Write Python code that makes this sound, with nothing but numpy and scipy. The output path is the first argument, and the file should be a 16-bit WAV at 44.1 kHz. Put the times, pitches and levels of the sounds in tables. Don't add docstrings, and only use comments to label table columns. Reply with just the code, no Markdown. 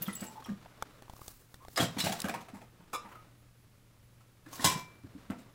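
import sys
import numpy as np
from scipy import signal
from scipy.fft import rfft, irfft
from scipy.io import wavfile
from scipy.ndimage import uniform_filter1d

SR = 44100
rng = np.random.default_rng(int(sys.argv[2]) if len(sys.argv) > 2 else 0)


def master_out(mix):
    frames = np.transpose(np.atleast_2d(mix))
    ceiling = np.clip(frames, -1, 1)
    pcm = np.round(ceiling * 32767).astype(np.int16)
    wavfile.write(sys.argv[1], SR, pcm)


def voltage_ratio(level):
    return 10 ** (np.asarray(level, float) / 20)


N = 244314
T = np.arange(N) / SR

# t/s, level/dB, treble over that level/dB, ring f/Hz, rattle decay/s
TOY_KNOCKS = [(0.021, -46.5, 13.5, 2920, 0.008), (0.057, -46.5, 8, 3200, 0.058),
              (0.081, -33, -20, 1340, 0.0076), (0.202, -46, 6, 4830, 0.018),
              (0.219, -35.5, -24, 644, 0.021), (0.424, -41, -14, 1190, 0.0016),
              (0.44, -66, 20, 3360, 0.0059), (0.458, -39, -8, 1240, 0.0064), (0.489, -41, -19, 1770, 0.004),
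              (1.76, -37.5, 9.5, 5150, 0.0078), (1.77, -22, -3.5, 766, 0.025),
              (1.774, -23.5, 2, 2150, 0.0048), (1.798, -23, 0, 765, 0.025), (1.825, -27.5, -1, 575, 0.013),
              (1.964, -34, -25.5, 1000, 0.018), (1.981, -32.5, 8.5, 4440, 0.026), (2, -29, 10, 5400, 0.011),
              (2.036, -30, 6.5, 657, 0.033), (2.065, -23.5, -21, 846, 0.0055),
              (2.089, -28, -2.5, 760, 0.014), (2.12, -29.5, 3.5, 866, 0.01),
              (2.2417, -30, -6, 1650, 0.0054), (2.25, -29, -8, 653, 0.012), (2.271, -41, -23, 1550, 0.0071),
              (2.284, -28.5, -5, 1680, 0.0033), (2.289, -26, -8, 710, 0.011),
              (2.339, -27, -11.5, 996, 0.013), (2.375, -39, -24, 1180, 0.011),
              (2.405, -44.5, -1, 730, 0.014), (2.484, -40.5, -10.5, 780, 0.0091),
              (2.534, -41.5, -9.5, 934, 0.036), (2.61, -43.5, -10, 804, 0.017),
              (2.803, -51, -28, 964, 0.0074), (3.049, -41.5, -26, 947, 0.0094),
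              (4.203, -58.5, -1, 1350, 0.015), (4.46, -49, -6, 1770, 0.01),
              (4.524, -38.5, 1.5, 1140, 0.015), (4.554, -51.5, 17, 6300, 0.007),
              (4.595, -34.5, -20, 1900, 0.002), (5.301, -31.5, -19, 590, 0.0032),
              (5.306, -39.5, -3, 1620, 0.0038), (5.315, -36, -30, 727, 0.008),
              (5.33, -42.5, -27, 940, 0.0086), (5.383, -52, 0.5, 700, 0.015)]
# t/s, level/dB, f/Hz
LONE_RINGS = [(0.02, -24, 12100), (.022, -29, 15200), (.052, -45, 3590), (.06, -42, 3230),
              (.075, -38.5, 12700), (0.128, -36.5, 10060), (.13, -47, 3650), (.15, -33, 7720),
              (.15, -38, 15100), (.205, -36, 7830), (0.235, -43, 11170), (.265, -41, 7650),
              (0.444, -46, 5540), (.445, -44.5, 3180), (.477, -45.5, 1206), (3.15, -46, 1256),
              (.085, -39, 1970), (1.761, -27.5, 4890), (1.797, -22, 3270), (1.85, -32, 3170),
              (2.007, -27, 3904), (4.535, -41.5, 6460), (.151, -43, 13000), (.205, -41, 15000)]
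# t/s, level/dB, rattle decay/s
DROP_BLOWS = [(4.593, -31, 0.064), (4.622, -38, 0.0016), (4.642, -17, 0.012), (4.648, -19.5, 0.024),
              (4.669, -31, 0.011), (4.71, -29.5, 0.024), (4.769, -36, 0.028)]
# f/Hz, level/dB, t60/s
DROPPED_MODES = [(1010, -10.5, 0.2), (1042, -9.5, 0.19), (1775, -21, 0.34), (2048, -15.5, 0.34),
                 (2342, -15.5, 0.66), (3385, -7.5, 0.075), (3970, -22, 0.33), (4334, -32, 0.27),
                 (4970, -26, 0.22), (5300, -25, 0.2), (5400, -13, 0.17), (6220, -9, 0.17),
                 (7900, -25, 0.15), (9070, -19, 0.14), (10400, -15, 0.11)]
# t/s, level/dB, rattle decay/s
HOLLOW_BLOWS = [(2.93, -30, 0.012), (2.946, -29.5, 0.0058), (2.958, -33, 0.0049)]
# f/Hz, level/dB, t60/s
HOLLOW_MODES = [(617, -17, 0.11), (1120, -14, 0.091), (1147, -9.5, 0.13), (1185, 0.5, 0.22),
                (1706, -12.5, 0.043), (2335, -1, 0.029), (2670, -7, 0.018), (3560, -8, 0.042),
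                (3950, -7, .03), (5200, -5, 0.029), (5860, -10, .02)]
# t/s, level/dB, nearest wall f/Hz, its t60/s (hands and toys damp it)
BIN_PUSHES = [(.009, -37, 172, 0.028), (0.076, -28.5, 212, 0.024), (0.217, -32, 217, 0.018),
              (1.796, -21, 280, 0.084), (1.819, -21.5, 169, 0.066), (1.964, -29, 262, 0.079),
              (2.033, -29, 148.5, 0.1), (2.049, -41, 88, 0.11), (2.064, -30, 155.3, 0.085),
              (2.095, -31, 211, 0.056), (2.2425, -25, 229, 0.011), (2.289, -38.5, 233, 0.12),
              (2.349, -39.5, 212, 0.16), (2.532, -36.5, 241, 0.044), (2.795, -49, 166, 0.068),
              (3.046, -46, 220, 0.047), (4.463, -42, 290, 0.025), (4.593, -31.5, 251, 0.032),
              (4.644, -24, 160, 0.095), (4.66, -31, 93.5, 0.11), (4.753, -31.5, 151, 0.098),
              (5.036, -40.5, 273, 0.075), (5.039, -42.5, 96, 0.074), (5.146, -37.5, 276, 0.093),
              (5.299, -25, 237, 0.007), (5.32, -41, 232, 0.07), (5.362, -53, 264, 0.12)]
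# f/Hz, level/dB, t60/s
WALL_MODES = [(98, -14, 0.15), (133, 5.5, 0.024), (160, -2, 0.45), (212, 10.5, 0.053), (279, 4.5, 0.13),
              (346, 1, 0.074)]
# t/s, length/s, tone level/dB, start f/Hz, end f/Hz
HELD_TONES = [(0.156, 0.15, -60, 2870, 2850), (0.247, 0.1, -54, 881, 876), (0.356, 0.067, -46.5, 870, 877),
              (0.485, 0.063, -33.5, 212, 200), (1.6, 0.08, -58, 995, 1205), (3.054, 0.065, -58, 934, 796),
              (3.108, 0.053, -57, 850, 1323)]
# t/s, level/dB, treble and thud relative to it/dB, ring f/Hz
FINGER_TICKS = [(0.659, -39, -37, -27, 800), (0.824, -23.5, -1.5, -27, 1500), (1.022, -41, -3.5, -11, 1010),
                (1.081, -44, -16, -18, 1040), (1.097, -37, -8, -4.5, 970), (1.135, -42.5, -12, 1, 950),
                (1.165, -48, 1.5, -5, 1150), (1.192, -44, -20, -6, 940), (1.216, -38.5, -27, -5, 1220),
                (1.28, -39, 8.5, -3, 715), (1.542, -45, 3.5, 0, 1900), (1.649, -41, -8.5, -5, 1020),
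                (1.683, -39, -3.5, -9, 700), (2.202, -46, 22.5, -19, 4200), (2.218, -43, 21.5, -23, 4000)]
# f/Hz, level/dB, t60/s
CASE_MODES = [(555, -16, 0.03), (870, -3, 0.019), (2240, -11, .01), (3530, -8.5, 0.0083), (8200, -15, .008)]
# t/s, level/dB
HAND_LEVEL = [(0, -57), (.3, -62), (.55, -63.5), (.95, -63.5), (1.1, -68.5), (1.42, -77), (1.74, -69),
              (1.95, -55), (2.2, -53.5), (2.45, -63.5), (2.7, -70.5), (3.05, -65), (3.5, -75), (4.44, -75),
              (4.51, -62), (4.7, -43), (4.86, -66.5), (5.02, -69), (5.25, -63.5), (5.54, -68.5)]
# centre t/s, middle level/dB, treble level/dB, fall/(dB per s)
CLOTH_BRUSHES = [(.24, -87, -55, 120), (1.277, -69.5, -53.5, 101), (1.54, -86, -65, 350),
                 (1.73, -88, -57.5, 170), (2.2, -72, -57, 97), (3.129, -58, -67, 179),
                 (4.556, -77, -46, 418)]
# f/Hz, level/dB
CLOTH_TONE = [(2000, -29), (4000, -0.5), (8500, 1), (11500, 1), (15500, 4)]
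# f/Hz, t60/s
ROOM_DECAY = [(125, 0.39), (500, 0.3), (2000, 0.27), (6000, 0.28), (14000, 0.087)]
# f/Hz, relative level/dB
AIR_TONE = [(15, -8), (25, -3), (70, -6.5), (121, -3.5), (142, -12), (167, -8.5), (457, -32.5), (2210, -28),
            (8600, -33), (15650, -35), (15900, -60)]
# f/Hz, level/dB
WHINE_TONES = [(11230, -83.5), (15272, -85)]


def unit(x):
    return x / np.sqrt(np.mean(x ** 2))


def peak(x, db):
    return x * voltage_ratio(db) / np.max(np.abs(x))


def colour(x, points):
    hz, db = np.transpose(points)
    f = np.maximum(np.fft.rfftfreq(len(x), 1 / SR), 1)
    gain = voltage_ratio(np.interp(np.log(f), np.log(hz), db))
    return irfft(rfft(x) * gain, len(x))


def add(out, s, *parts):
    i = int(s * SR)
    for x in parts:
        out[i:i + len(x)] += x[:N - i]


def rattle(decay_s, size=16384):
    t = np.arange(size) / SR / max(decay_s, .0005)
    unevenness_db = 3.4 * np.repeat(rng.standard_normal(size // 32), 32)
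    contacts = rng.standard_normal(size) * voltage_ratio(unevenness_db)
    return contacts * np.exp(-t) * (1 - np.exp(-t / 0.26))


def crack(burst, treble_db, middle_db=0):
    patches_db = 2.2 * rng.standard_normal(48)
    burst = colour(burst, list(zip(np.geomspace(400, 16000, num=48), patches_db)))
    middle = colour(burst, [(150, 9.5), (450, -1.5), (1200, 11.5), (2500, 4.5), (5000, -21.0)])
    treble = colour(burst, [(1800, -18), (3500, 7.5), (8000, 5.0), (16000, -4)])
    return (peak(middle, middle_db) + peak(treble, treble_db))[:len(burst) * 3 // 4]


def ring(x, hz, t60):
    pole = np.exp(2j * np.pi * hz / SR - np.log(1000) / (max(t60, .004) * SR))
    return signal.lfilter([1], [1, -pole], x).imag


def rough_ring(burst, hz, t60, db):
    lower = peak(ring(burst, hz, t60), 0)
    upper = peak(ring(burst, hz * 1.008 + 20, t60 * 0.49), -0.71)
    return peak(lower + upper, db)


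def knocks():
    toy_t60_s, ring_under_peak_db = 0.021, -3
    out = np.zeros(N)
    for s, db, treble_db, hz, decay_s in TOY_KNOCKS:
        burst = rattle(decay_s)
        tone = rough_ring(burst, hz, toy_t60_s, db + ring_under_peak_db)
        add(out, s, voltage_ratio(db) * crack(burst, treble_db), tone)
    return out


def tinkles():
    t60_at_1khz_s, t60_slope = 0.2, -0.97
    out = np.zeros(N)
    for s, db, hz in LONE_RINGS:
        t60 = t60_at_1khz_s * (hz / 1000) ** t60_slope
        add(out, s, rough_ring(rattle(0.0073), hz, t60, db))
    return out


def strike(blows, modes, crack_db, treble_db):
    out = np.zeros(N)
    for s, db, decay_s in blows:
        burst = rattle(decay_s)
        tilt_db = 0.17 * db
        rings = sum(rough_ring(burst, hz, t60, g + tilt_db * np.log2(hz / 1000)) for hz, g, t60 in modes)
        add(out, s, voltage_ratio(db) * rings, voltage_ratio(db) * crack(burst, treble_db + .5 * db, crack_db))
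    return out


def toys():
    dropped = strike(DROP_BLOWS, DROPPED_MODES, crack_db=-5, treble_db=14)
    hollow = strike(HOLLOW_BLOWS, HOLLOW_MODES, crack_db=-28, treble_db=16)
    return colour(knocks() + tinkles() + dropped + hollow, [(100, -23.0), (300, -0.5)])


def bin_walls():
    push_s = 0.0109
    others_db, others_slope_db = -2, 2.5
    out, t = np.zeros(N), np.arange(16384) / SR
    for s, db, hz, t60 in BIN_PUSHES:
        push = np.sin(2 * np.pi * hz * t) * (t < push_s)
        nearest = peak(ring(push, hz, t60), db)
        others = sum(peak(ring(rattle(0.013), f, d), g) for f, g, d in WALL_MODES)
        stirred_db = db + others_db + others_slope_db * np.log2(10 * t60)
        add(out, s, nearest + peak(others, stirred_db))
    return colour(out, [(30, -41), (75, -4.0), (120, -2.5), (400, -3.5), (1500, -15)])


def held_tone(length_s, start_hz, end_hz):
    attack_s, release_s, roughness = 0.0018, 0.026, 0.46
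    judder_cycles = 3.5
    t = np.arange(8192) / SR
    shape = np.clip(np.minimum(t / attack_s, (length_s - t) / release_s), 0, 1)
    hz = np.interp(t, [0, length_s], [start_hz, end_hz])
    phase = 2 * np.pi * np.cumsum(hz) / SR
    noise = rng.standard_normal((2, len(t)))
    judder = roughness * unit(uniform_filter1d(noise, int(judder_cycles * SR / start_hz)))
    return shape * ((1 + judder[0]) * np.sin(phase) + judder[1] * np.cos(phase))


def held_tones():
    out = np.zeros(N)
    for s, length_s, db, start_hz, end_hz in HELD_TONES:
        add(out, s, voltage_ratio(db) * held_tone(length_s, start_hz, end_hz))
    return out


def fingers():
    out, t = np.zeros(N), np.arange(4096) / SR
    for s, db, treble_db, thud_db, hz in FINGER_TICKS:
        burst = rattle(0.0018, size=4096)
        thud = -np.sin(2 * np.pi * 70 * t) * np.exp(-t / 0.0019)
        firmness_db = 0.69 * (db + 16.5)
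        case = sum(peak(ring(burst, f, d), g + firmness_db) for f, g, d in CASE_MODES)
        tick = voltage_ratio(db) * (crack(burst, treble_db, -4) + case[:3072])
        add(out, s, tick, peak(ring(burst, hz, 0.01), db - 3), peak(thud, db + thud_db))
    return out


def rustle():
    pivot_db = -60
    treble_db, treble_slope = -65, 1.33
    rumble_db, rumble_slope = -60, 0.75
    level_db = np.interp(T, *np.transpose(HAND_LEVEL))
    over_db = level_db - pivot_db
    brush_middle, brush_treble = np.zeros(N), np.zeros(N)
    for s, m_db, t_db, fall in CLOTH_BRUSHES:
        swell = voltage_ratio(-fall * np.abs(T - s))
        brush_middle += swell * voltage_ratio(m_db)
        brush_treble += swell * voltage_ratio(t_db)
    wander = uniform_filter1d(uniform_filter1d(rng.standard_normal(N), 300), 300)
    noise = rng.standard_normal(N) * voltage_ratio(2.0 * unit(wander))
    middle = unit(colour(noise, [(200, -33), (450, -4.0), (1200, 3), (3000, -7.5), (5000, -64.0)]))
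    treble = unit(colour(noise, [(2000, -37), (3500, 7.0), (9000, -4.5), (16000, -9.0)]))
    rumble = unit(colour(noise, [(25, -22), (60, -15.0), (160, -4.5), (300, -6.5), (600, -15), (2000, -70)]))
    cloth = unit(colour(noise, CLOTH_TONE))
    return ((voltage_ratio(level_db) + brush_middle) * middle
            + voltage_ratio(treble_db + treble_slope * over_db) * treble
            + voltage_ratio(rumble_db + rumble_slope * over_db) * rumble
            + brush_treble * cloth)


def echoes(x):
    room_db = -8
    t, tail = np.arange(SR // 2) / SR, 0
    hz, t60 = np.transpose(ROOM_DECAY)
    for f in 60 * 2 ** np.arange(0, 8.1, .5):
        band_shape = [(f / 2, -60), (f / 2 ** .5, -20), (f, 0), (f * 2 ** .5, -20), (f * 2, -60)]
        band = colour(rng.standard_normal(len(t)), band_shape)
        band_t60 = np.interp(np.log(f), np.log(hz), t60)
        tail = tail + band * np.exp(-np.log(1000) * t / band_t60)
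    tail = tail * np.clip((t - .003) / 0.00037, 0, 1)
    tail = tail / np.sqrt(np.sum(tail ** 2))
    return voltage_ratio(room_db) * signal.fftconvolve(x, tail)[:N]


def quiet():
    hum_hz, hum_width_hz, hum_db = 118.8, 4, -62.5
    air = voltage_ratio(-64) * unit(colour(rng.standard_normal(N), AIR_TONE))
    waver = unit(ring(rng.standard_normal(N), hum_hz, 3.2 / hum_width_hz))
    hum = voltage_ratio(hum_db) * (np.sin(2 * np.pi * hum_hz * T) + 0.1 * waver)
    flicker = voltage_ratio(3.5 * unit(uniform_filter1d(rng.standard_normal(N), 2000)))
    whines = sum(voltage_ratio(db) * np.sin(2 * np.pi * hz * T) for hz, db in WHINE_TONES)
    return air + hum + flicker * whines


def scene():
    struck = toys() + bin_walls()
    held = held_tones()
    in_room = struck + echoes(struck) + held + voltage_ratio(-10) * echoes(held)
    return (in_room + fingers() + rustle() + quiet())[None]


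def band_limit(x):
    return signal.sosfilt(signal.butter(12, 16990, fs=SR, output="sos"), x)


def record(dry):
    low_pass = signal.ellip(8, .2, 40, 15900, fs=SR, output="sos")
    mix = signal.sosfilt(low_pass, dry)
    return band_limit(mix)


dry = scene()
out = record(dry)
master_out(out)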